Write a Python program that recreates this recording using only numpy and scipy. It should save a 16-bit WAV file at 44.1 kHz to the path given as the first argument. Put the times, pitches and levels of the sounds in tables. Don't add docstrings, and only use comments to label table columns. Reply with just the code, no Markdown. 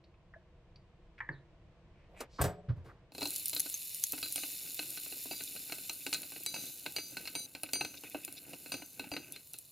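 import sys
import numpy as np
from scipy import signal
from scipy.fft import rfft, irfft, next_fast_len
from scipy.io import wavfile
from scipy.ndimage import uniform_filter1d

SR = 44100
rng = np.random.default_rng(int(sys.argv[2]) if len(sys.argv) > 2 else 0)


def int16_out(signal):
    q = np.round(np.clip(np.atleast_2d(signal).T, -1, 1) * 32767)
    wavfile.write(sys.argv[1], SR, q.astype(np.int16))


N = 428211
T = np.arange(N) / SR

# pitch_hz, level_db
SIMMER = [(900, -19), (1500, -20), (1800, -9), (2250, -1), (2620, 5.5), (2950, -7.5), (3150, -15.5),
          (3600, 5.5), (4100, -3), (4500, 0), (5600, 3), (9000, -30.5)]
# pitch_hz, level_db
CLACK = [(800, -15), (1130, -17.5), (1280, -3), (1400, -8), (1520, 6), (1700, -12), (2280, 2), (2420, 1),
         (2620, 9), (2980, -1), (3150, -11), (5000, -44)]
# pitch_hz, greatest side_minus_mid_db
POT_WIDTH = [(60, -14), (125, -13), (250, -10), (500, -16), (1000, -24), (2000, -20), (4000, -13),
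             (8000, -9), (15000, -5)]
# start_s, level_db, hardness_db (treble up, bass down)
DICE = [(3.119, -54.5, -2), (3.148, -46.5, 0.5), (3.18, -41, -0.5), (3.208, -43, 3.5), (3.217, -35, -1),
        (3.227, -35, 2), (3.254, -35, 3.5), (3.53, -40.5, 5), (3.563, -38.5, 8), (3.659, -44, 1)]
# start_s, level_db, hardness_db, drop_level_db,
# ring_db, ring_tilt (dB per octave), lowest_mode_db (added to the lowest mode)
WALL_KNOCKS = [(4.227, -40.5, 6, -61, -55, -22, 1), (4.357, -46.5, 0, -43.5, -47.5, 8, 7),
               (5.31, -41.5, -6.5, -50, -48, -15, -3), (6.461, -46.5, 3, -62, -43.5, 0.5, 7),
               (6.54, -41.5, 0.5, -44.5, -44, -1, -8), (6.962, -42.5, 6, -41.5, -40.5, -8, -14),
               (7.351, -41.5, 1, -61, -42, 8, 7), (7.733, -39, 0, -44, -36.5, 1, -12),
               (8.718, -39, 2, -40, -46, 1.5, -14), (9.115, -40.5, -7, -43, -48.5, -7, -16)]

LANDS_S, SWELL_S = 3.12, 0.18
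FIZZ_DB = -45.5
HUSH_S = 7.459
STIR_FROM_S, STIR_TO_S, STROKES_PER_S = 4.15, 9.4, 2.5


def undb(db):
    return 10 ** (np.asarray(db) / 20)


def unit(x):
    return x / np.sqrt(np.mean(x ** 2))


def curve(rows):
    rows = np.array(rows)
    return np.interp(T, rows[:, 0], rows[:, 1])


def colour(x, points):
    size = 4096
    hz, db = np.transpose(sorted(points))
    log_hz = np.log(np.fft.rfftfreq(size, 1 / SR) + 1)
    log_gain = np.log(undb(np.interp(log_hz, np.log(hz), db)))
    cepstrum = irfft(log_gain)
    cepstrum[1:size // 2] *= 2
    cepstrum[size // 2 + 1:] = 0
    response = irfft(np.exp(rfft(cepstrum)))
    return signal.fftconvolve(x, response)[:len(x)]


def fade(t60, size):
    return np.exp(-np.log(1000) * T[:size] / t60)


def mode(hz, t60, size):
    return np.sin(2 * np.pi * hz * T[:size]) * fade(t60, size)


def burst(t60, size):
    return rng.standard_normal(size) * fade(t60, size)


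def blow(x, db):
    return x * undb(db) / np.sqrt(uniform_filter1d(x ** 2, SR // 100).max())


def add(track, s, x):
    start = max(int(s * SR), 0)
    track[start:start + len(x)] += x[:N - start]


def walk(rate):
    hold = max(int(SR / rate), 1)
    steps = np.repeat(rng.standard_normal(N // hold + 1), hold)[:N]
    return unit(uniform_filter1d(steps, hold))


def crackle(rate, spread_db, tail_s, cap_db, count=6):
    out, clicks = np.zeros(N), int(rate * N / SR / count)
    for _ in range(count):
        size_db = np.minimum(spread_db * rng.exponential(size=clicks), cap_db)
        size = undb(size_db) * rng.choice([-1, 1], clicks)
        train = np.bincount(rng.integers(0, N, clicks), size, N)
        out += signal.oaconvolve(train, unit(burst(tail_s, size=256)))[:N]
    return unit(out)


def ports(x, width, size=48):
    length = next_fast_len(N)
    lead = np.tanh(4 * unit(rfft(burst(.003, size), length).imag))
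    hz, db = np.transpose(width)
    gain = undb(np.interp(np.fft.rfftfreq(length, 1 / SR), hz, db))
    side = irfft(rfft(x, length) * 1j * lead * gain, length)[:N]
    return np.array([x + side, x - side])


def rub(strokes, body):
    out = np.zeros(N)
    slips = colour(crackle(rate=2500, spread_db=3.0, tail_s=0.0016, cap_db=5), body)
    for s, length_s, db, hz in strokes:
        start, size = int(s * SR), int(length_s * SR)
        band = [(hz / 4, -40), (hz * 0.53, -12), (hz, 0), (hz * 1.55, -13), (hz * 4, -50)]
        stroke = colour(slips[start:start + size], band)
        add(out, s, blow(stroke * np.hanning(size) ** .5, db))
    return out


def hum():
    # pitch_hz, level_db
    hum_colour = [(15, -34), (25, -1), (140, -7.5), (184, -10), (259, -27), (340, -12.5), (414, -24),
                  (492, -15), (543, -22.5), (661, -18.5), (786, -26.5), (1060, -25.5), (1250, -31),
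                  (2690, -35), (9000, -57), (11700, -96), (19800, -120)]
    # time_s, level_db (before the deepest part is taken out)
    hum_level = [(0, -62.5), (2.3, -59.5), (2.7, -59.5), (3.05, -61), (3.6, -65), (9.71, -68)]
    mid, side = (unit(colour(rng.standard_normal(N), hum_colour)) for _ in range(2))
    deep = signal.sosfiltfilt(signal.butter(2, 66, fs=SR, output="sos"), mid)
    mid = mid - np.clip((T - 2.9) / 0.27, 0, 1) * deep
    side = colour(side, [(60, -26.5), (200, -12), (600, -16), (3000, -0.5)])
    return np.array([mid + side, mid - side]) * undb(curve(hum_level))


def kitchen(x, t60=0.059, room_db=-18, size=16000):
    tails = [burst(t60, size) * (T[:size] > .006) for _ in range(2)]
    wet = [signal.fftconvolve(x, tail / np.linalg.norm(tail))[:N] for tail in tails]
    return undb(room_db) * np.array(wet)


def bottle(size=12000):
    # start_s, level_db, wall_pitch_hz, air_bump_db
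    snaps = [(.040, -67, 4400, -82), (.14, -73, 2580, -83), (0.338, -53.5, 1700, -69),
             (.360, -54.5, 657, -82), (0.759, -60, 4660, -68), (1.204, -36.5, 1883, -64),
             (1.289, -34, 1796, -43.5)]
    air = [(50, -22), (140, 11.5), (220, -14), (330, -2.5), (600, -16), (2000, -55), (6000, -81)]
    out = np.zeros(N)
    for s, db, hz, bump_db in snaps:
        wall = [(hz * 0.23, -35), (hz * 0.41, -26), (hz * 0.47, -9), (hz * 0.78, -17),
                (hz * 0.816, -10), (hz, 2), (hz * 1.2, -11), (hz * 1.16, -16),
                (hz * 1.36, -30), (hz * 4, -65), (hz * 6, -90)]
        snap = burst(0.05, size) + undb(-17.0) * burst(0.29, size)
        add(out, s, blow(colour(snap, wall), db))
        add(out, s, undb(db - 17) * mode(hz, .22, size))
        add(out, s, blow(colour(burst(0.27, size), air), bump_db))
    pitch = np.interp(T, [1.315, 1.345, 1.42], [4700, 3950, 3750]) * (1 + 0.049 * walk(900))
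    swell = np.interp(T, [1.31, 1.33, 1.43], [0, 1, 0])
    whistle = np.sin(2 * np.pi * np.cumsum(pitch) / SR) * swell
    return out + undb(-67.5) * whistle


def cupboard(size=26000):
    # start_s, swell_s, t60_s (scaled for each part below),
    # boom_db (offset below), wood_db, rattle_db
    shoves = [(2.203, 0.0031, 0.12, -69, -41.5, -45), (2.385, 0.0099, 0.15, -60.5, -39, -82),
              (2.400, 0.0063, 0.19, -29.5, -42, -58), (2.413, 0.0017, 0.28, -35, -42, -38.5),
              (2.438, 0.0017, 0.26, -35.5, -35, -41.5), (2.682, 0.01, 0.15, -28.5, -51.5, -85),
              (2.755, 0.013, 0.38, -40, -62.5, -86), (2.836, 0.02, 0.43, -62, -56, -74.5)]
    # pitch_hz, level_db
    boom = [(35, -24), (50, -10.5), (87, 0.5), (125, 1.5), (180, -8.5), (240, -15.5), (600, -62.5),
            (3000, -97)]
    # pitch_hz, level_db
    wood = [(100, -30), (250, -3.5), (420, 2), (720, -5), (1150, -8.5), (1700, -12), (2600, -23),
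            (5000, -27), (10000, -73)]
    # pitch_hz, level_db
    rattle = [(500, -9), (1800, -5.5), (3500, -7.5), (6000, -5.5), (9000, -8.5), (13000, -9.5),
              (16000, -21)]
    # pitch_hz, level_db, t60_s
    door_modes = [(176, -5.5, 0.72), (421, -5, 0.61), (582, -6.5, 0.69), (665, -2.5, 0.43),
                  (734, -0.5, 0.43), (880, -8.5, 0.36), (1115, -0.5, 0.079), (1590, -7, 0.26),
                  (7750, -6.5, 0.24), (8680, 1, .13), (13400, 0, 0.14)]
    door_s, door_db = 2.414, -36.5
    out = np.zeros(N)
    for s, swell_s, t60, boom_db, wood_db, rattle_db in shoves:
        swell = 1 - np.exp(-(T[:size] / swell_s) ** 2)
        parts = ((boom, boom_db - 4.5, 1.1), (wood, wood_db, .95), (rattle, rattle_db, .55))
        for spectrum, db, t60_share in parts:
            add(out, s, blow(colour(swell * burst(t60 * t60_share, size), spectrum), db))
        carcass = .7 * mode(87, t60, size) + mode(122, t60, size)
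        add(out, s, blow(swell * carcass, boom_db - 3))
    ring = sum(undb(door_db + db) * mode(hz, t60, size) for hz, db, t60 in door_modes)
    chatter = 1 + .5 * walk(70)[:size]
    add(out, door_s, ring * chatter)
    return out


def rustling():
    # start_s, length_s, level_db, centre_hz
    rustles = [(1.178, 0.023, -55.5, 2160), (1.92, 0.19, -73, 2300), (2.08, 0.15, -59, 637),
               (2.14, 0.13, -55.5, 2410), (2.16, 0.09, -62.5, 7700), (2.29, 0.19, -62, 4300),
               (2.384, 0.038, -38, 1120), (2.685, 0.046, -58, 1240), (2.87, 0.056, -58, 1410)]
    return rub(rustles, [(100, 0), (16000, 0)])


def plate(size=4000):
    # start_s, click_db (gain before colouring), low_ping_db, high_ping_db
    taps = [(3.597, -24, -40, -33), (3.6024, -26, -35, -16), (3.7417, -35, -26.5, -45),
            (4.0384, -21, -28, -21)]
    # mean pitch_hz, t60_s
    china_modes = [(6400, 0.038), (11100, 0.016)]
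    china = [(800, -45), (2000, -11), (2700, 1.5), (3200, -3), (6500, 0.5), (9000, 3.5),
             (13000, 6), (16000, -13)]
    out = np.zeros(N)
    for s, click_db, *ping_levels in taps:
        click = colour(burst(0.011, size) + undb(-17) * burst(0.054, size), china)
        pings = sum(undb(db) * mode(hz * (1 + 0.0098 * rng.standard_normal()), t60, size)
                    for db, (hz, t60) in zip(ping_levels, china_modes))
        add(out, s, undb(click_db) * click + pings)
    return out


def knocks(blows, clack_db=0, size=6000):
    # pitch_hz, level_db
    thud = [(60, -31.5), (200, -13), (330, -2.5), (420, 2), (620, -0.5), (870, 0.5), (1100, -11),
            (1600, -15.5), (5000, -66)]
    # pitch_hz, level_db
    tick = [(2500, -35), (3300, -15), (3750, -9), (4130, 6.5), (4400, -5), (5500, -15), (8000, -17),
            (10300, -15.5), (16000, -23.5)]
    # pitch_hz, level_db
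    cavity = [(40, -33), (80, -14), (130, -13.5), (180, -15), (215, -19), (255, -2), (305, 4), (345, -3.5),
              (400, -13), (800, -39), (4000, -84)]
    # level_db, hardness_slope (dB per dB), tail_db
    knock_parts = [(-5.5, -0.77, -34.5), (0, 0.23, -32), (-1.5, 1., -28.5), (-10.5, -1., -26)]
    click_db, spot_spread_db, delay_s = -25, 2.5, .0015
    spectra, extra_db = (thud, CLACK, tick, cavity), (0, clack_db, 0, 0)
    out = np.zeros(N)
    for s, db, hard_db in blows:
        for spectrum, part_extra_db, (part_db, slope, tail_db) in zip(spectra, extra_db, knock_parts):
            contact = undb(-17) * burst(0.041, size) + undb(tail_db) * burst(0.2, size)
            contact[0] += 1
            spot = [(hz, gain_db + spot_spread_db * rng.standard_normal()) for hz, gain_db in spectrum]
            level_db = db + part_db + slope * hard_db + part_extra_db
            add(out, s + delay_s, blow(colour(contact, spot), level_db))
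        add(out, s + delay_s, undb(db + hard_db + click_db) * burst(0.0029, size))
    return out


def dice():
    return knocks(DICE, clack_db=-8)


def each_stroke():
    starts = np.arange(STIR_FROM_S, STIR_TO_S - 1 / STROKES_PER_S, 1 / STROKES_PER_S)
    when, a, b = rng.random((len(starts), 3)).T
    return zip(starts + when / STROKES_PER_S, 2 * a - 1, 2 * b - 1)


def spoon_blows():
    # start_s, level_db, hardness_db
    floor_knocks = [(4.132, -43.5, -6.5), (4.179, -48.5, 1), (4.432, -42, 0.5), (4.791, -37.5, 3),
                    (4.972, -47, 5), (5.122, -46, 0.5), (5.254, -55, -13), (5.405, -45.5, 0.5),
                    (5.561, -49, 2.5), (5.721, -39, 2.5), (5.894, -40.5, 5.5), (6.064, -36.5, 0),
                    (6.127, -35.5, 5.5), (6.143, -43, 12), (6.23, -48.5, 3.5), (6.36, -48, -0.5),
                    (6.861, -37.5, 1), (7.168, -40, 2.5), (7.253, -48, 4.5), (7.273, -44, 8),
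                    (7.549, -44, 1.5), (7.632, -40.5, -2.5), (7.808, -32.5, 0), (7.847, -40.5, 2),
                    (8.035, -47.5, -5), (8.145, -39.5, -10), (8.532, -46.5, -4.5), (8.82, -47.5, -4.5),
                    (8.994, -38.5, -0.5), (9.164, -37.5, -0.5), (9.36, -50, 5), (9.539, -53.5, 7)]
    drop_s = .021
    wall = [(s, db, hard_db) for s, db, hard_db, *_ in WALL_KNOCKS]
    drops = [(s + drop_s, drop_db, 0) for s, _, _, drop_db, *_ in WALL_KNOCKS]
    return list(floor_knocks) + wall + drops


def agitation():
    stir_db, after_blow_db = -67, -23
    settle_s, uneven_db = 0.058, 3
    stirring = uniform_filter1d(1. * ((T > STIR_FROM_S) & (T < STIR_TO_S)), SR // 10)
    power = stirring * undb(stir_db) ** 2
    settling = np.exp(-T[:SR] / settle_s)
    for s, db, _ in spoon_blows() + list(DICE):
        add(power, s, undb(db + after_blow_db) ** 2 * settling)
    return np.sqrt(np.abs(power)) * undb(uneven_db * walk(20))


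def tumbling():
    # pitch_hz, level_db
    tumble = [(60, -19.5), (130, -0.5), (215, -1), (290, 5), (400, -3.5), (600, -7.5), (850, -12),
              (1100, -34), (1500, -13), (2000, -40)]
    slips = unit(colour(crackle(rate=500, spread_db=3., tail_s=.003, cap_db=11), tumble))
    taps = unit(colour(crackle(rate=400, spread_db=3., tail_s=.005, cap_db=10), CLACK))
    return (slips + undb(-3.5) * taps) * agitation()


def scraping():
    # start_s, length_s, level_db, centre_hz
    firm = [(4.37, 0.057, -53, 4100), (5.47, 0.015, -48, 4170), (6.66, 0.051, -58, 3970),
            (7.65, 0.026, -51.5, 2700), (7.965, 0.024, -50.5, 4100), (8.04, 0.046, -52, 2380),
            (8.22, 0.049, -51, 2660), (8.365, 0.029, -49, 3960), (9.32, 0.05, -55, 3430)]
    length_s, level_db, centre_hz = 0.035, -57.5, 2840
    light = [(s, length_s, level_db + 3 * force, centre_hz * (1 + 0.084 * spot))
             for s, force, spot in each_stroke()]
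    return rub(list(firm) + light, SIMMER)


def spoon():
    touches = [(s, -51 + 2 * force, 4 * spot - 1) for s, force, spot in each_stroke()]
    return knocks(spoon_blows() + touches)


def rings(size=30000):
    # pitch_hz, level_db, t60_s
    wall_modes = [(3974, -5.5, 0.75), (4706, 1.5, 0.38), (6180, -2, 0.65), (8990, -3, 0.37)]
    # pitch_hz, level_db (against the strongest mode, before a common 4.5 dB lift), t60_s
    overtones = [(2258, -12, .2), (4790, -8, .08), (7600, -15, .1), (10920, -13, .1), (12020, -11, .1)]
    pivot_hz = 5500
    out = np.zeros(N)
    for s, *_, ring_db, tilt_db, lowest_db in WALL_KNOCKS:
        levels = [ring_db + db + tilt_db * np.log2(hz / pivot_hz) for hz, db, _ in wall_modes]
        levels[0] += lowest_db
        ring = np.zeros(size)
        for db, (hz, _, t60) in zip(levels, wall_modes):
            partner = mode(hz + rng.normal(0, 25), t60 * .5, size)
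            ring += undb(db) * (mode(hz, t60, size) + .4 * partner)
        for hz, db, t60 in overtones:
            ring += undb(max(levels) + db + 4.5) * mode(hz, t60, size)
        if s < HUSH_S:
            ring = ring * (s + T[:size] < HUSH_S)
        add(out, s + 0.0017, ring)
    return out * undb(1.6 * walk(110))


def frying_db():
    # centre_s, length_s (Gaussian half-width), extra_db
    wet_faces = [(3.36, 0.069, 3), (4.447, 0.13, 2), (6.645, 0.077, 4), (8.677, 0.15, 3)]
    dries_from_s, drying_db_per_s, dip_db, dip_s = 5.04, 3.0, -9.5, 0.21
    surges = sum(db * np.exp(-((T - s) / length_s) ** 2) for s, length_s, db in wet_faces)
    dip = dip_db * (T > HUSH_S) * np.exp(-np.abs(T - HUSH_S) / dip_s)
    return surges + dip - drying_db_per_s * np.maximum(T - dries_from_s, 0)


def lesser_spits(count=26):
    over_fizz_db, spread_db, low_hz, high_hz = 20.5, 8, 8710, 13500
    when, strength, pitch = rng.random((count, 3)).T
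    first_s = LANDS_S + SWELL_S
    s = first_s + (T[-1] - first_s) * ((np.arange(count) + when) / count) ** 1.7
    db = FIZZ_DB + np.interp(s, T, frying_db()) + over_fizz_db + spread_db * (strength - .5)
    return list(zip(s, db, low_hz + (high_hz - low_hz) * pitch))


def spits(size=2500):
    # start_s, peak_db (before a common 0.5 dB lift), pitch_hz
    drops = [(3.458, -17.5, 9060), (3.4825, -20, 13600), (3.5493, -19.5, 11700), (3.5764, -25, 11300),
             (4.122, -18, 11400), (4.3243, -19, 9800), (4.3594, -17, 9000), (5.8965, -23.5, 5930),
             (6.1381, -18.5, 6600), (6.4624, -18, 7800), (7.6336, -20, 10250), (7.7335, -18.5, 7670),
             (8.2489, -21, 9600), (8.3254, -29, 10100), (9.3227, -25.5, 10900), (9.535, -28, 10400),
             (9.587, -27.5, 9950)]
    out = np.zeros(N)
    for s, db, hz in list(drops) + lesser_spits():
        crack = burst(.0045, size) + undb(-18) * burst(.03, size)
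        spectrum = [(800, -45), (1700, -26), (hz * 0.33, -13), (hz * 0.86, -5), (hz, 2),
                    (hz * 1.44, -5), (20000, -12)]
        pop = colour(crack, spectrum)
        pop = pop / np.abs(pop).max() + 0.16 * mode(hz, 0.051, size)
        add(out, s, undb(db + 0.5) * pop / np.abs(pop).max())
    return out


def pops(count=250, size=500):
    over_fizz_db, spread_db, cap_db = 7.5, 3, 13
    out = np.zeros((2, N))
    fizz_db = FIZZ_DB + frying_db()
    for when, pitch, strength, place in rng.random((count, 4)):
        s = 3.27 + 6.4 * when ** 1.7
        extra_db = min(-spread_db * np.log(1 - strength), cap_db)
        db = fizz_db[int(s * SR)] + over_fizz_db + extra_db
        hz = 4000 + 10500 * pitch ** .6
        pop = undb(db) * (.7 * mode(hz, .005, size) + .4 * burst(.003, size))
        lag_s = (place - .5) / SR
        add(out[0], s + lag_s, pop)
        add(out[1], s - lag_s, pop)
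    return signal.sosfilt(signal.butter(3, 3500, "high", fs=SR, output="sos"), out)


def frying():
    # pitch_hz, level_db
    fizz_colour = [(1760, -46), (3000, -6.5), (3220, -25), (3830, -11.5), (4080, -2.5), (4410, -5),
                   (5520, -16), (6900, -3.5), (7830, -11), (9600, -0.5), (12200, -3), (13400, -1.5),
                   (15200, -4.5), (16000, -22.5)]
    # pitch_hz, side_minus_mid_db
    fizz_width = [(3000, -15), (6000, -12), (9000, -9), (12000, -4.5), (15000, -1.5)]
    simmer_db, simmer_follows = -56, 1.18
    landed, strength_db = np.clip((T - LANDS_S) / SWELL_S, 0, 1), frying_db()
    mid, side = (unit(colour(crackle(rate=8000, spread_db=4., tail_s=.006, cap_db=19), fizz_colour))
                 for _ in range(2))
    side = colour(side, fizz_width)
    fizz = np.array([mid + side, mid - side]) * undb(FIZZ_DB + strength_db + 0.19 * walk(30))
    simmer = unit(colour(crackle(rate=2600, spread_db=3.8, tail_s=.004, cap_db=18), SIMMER))
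    simmer *= undb(simmer_db + simmer_follows * strength_db + 0.63 * walk(25))
    return landed * (fizz + ports(simmer, POT_WIDTH)) + pops()


def scene():
    # pitch_hz, greatest side_minus_mid_db
    handling_width = [(125, -35), (250, -22), (500, -17), (1000, -11), (2000, -6), (4000, -4), (8000, -10),
                      (14000, -2)]
    handling = bottle() + cupboard() + rustling()
    pot = plate() + dice() + tumbling() + scraping() + spoon() + rings() + spits()
    direct = ports(handling, handling_width) + ports(pot, POT_WIDTH)
    return hum() + kitchen(handling + pot) + direct + frying()


def record(dry):
    return signal.sosfilt(signal.ellip(12, .1, 80, 15800, fs=SR, output="sos"), dry)


dry = scene()
out = record(dry)
int16_out(out)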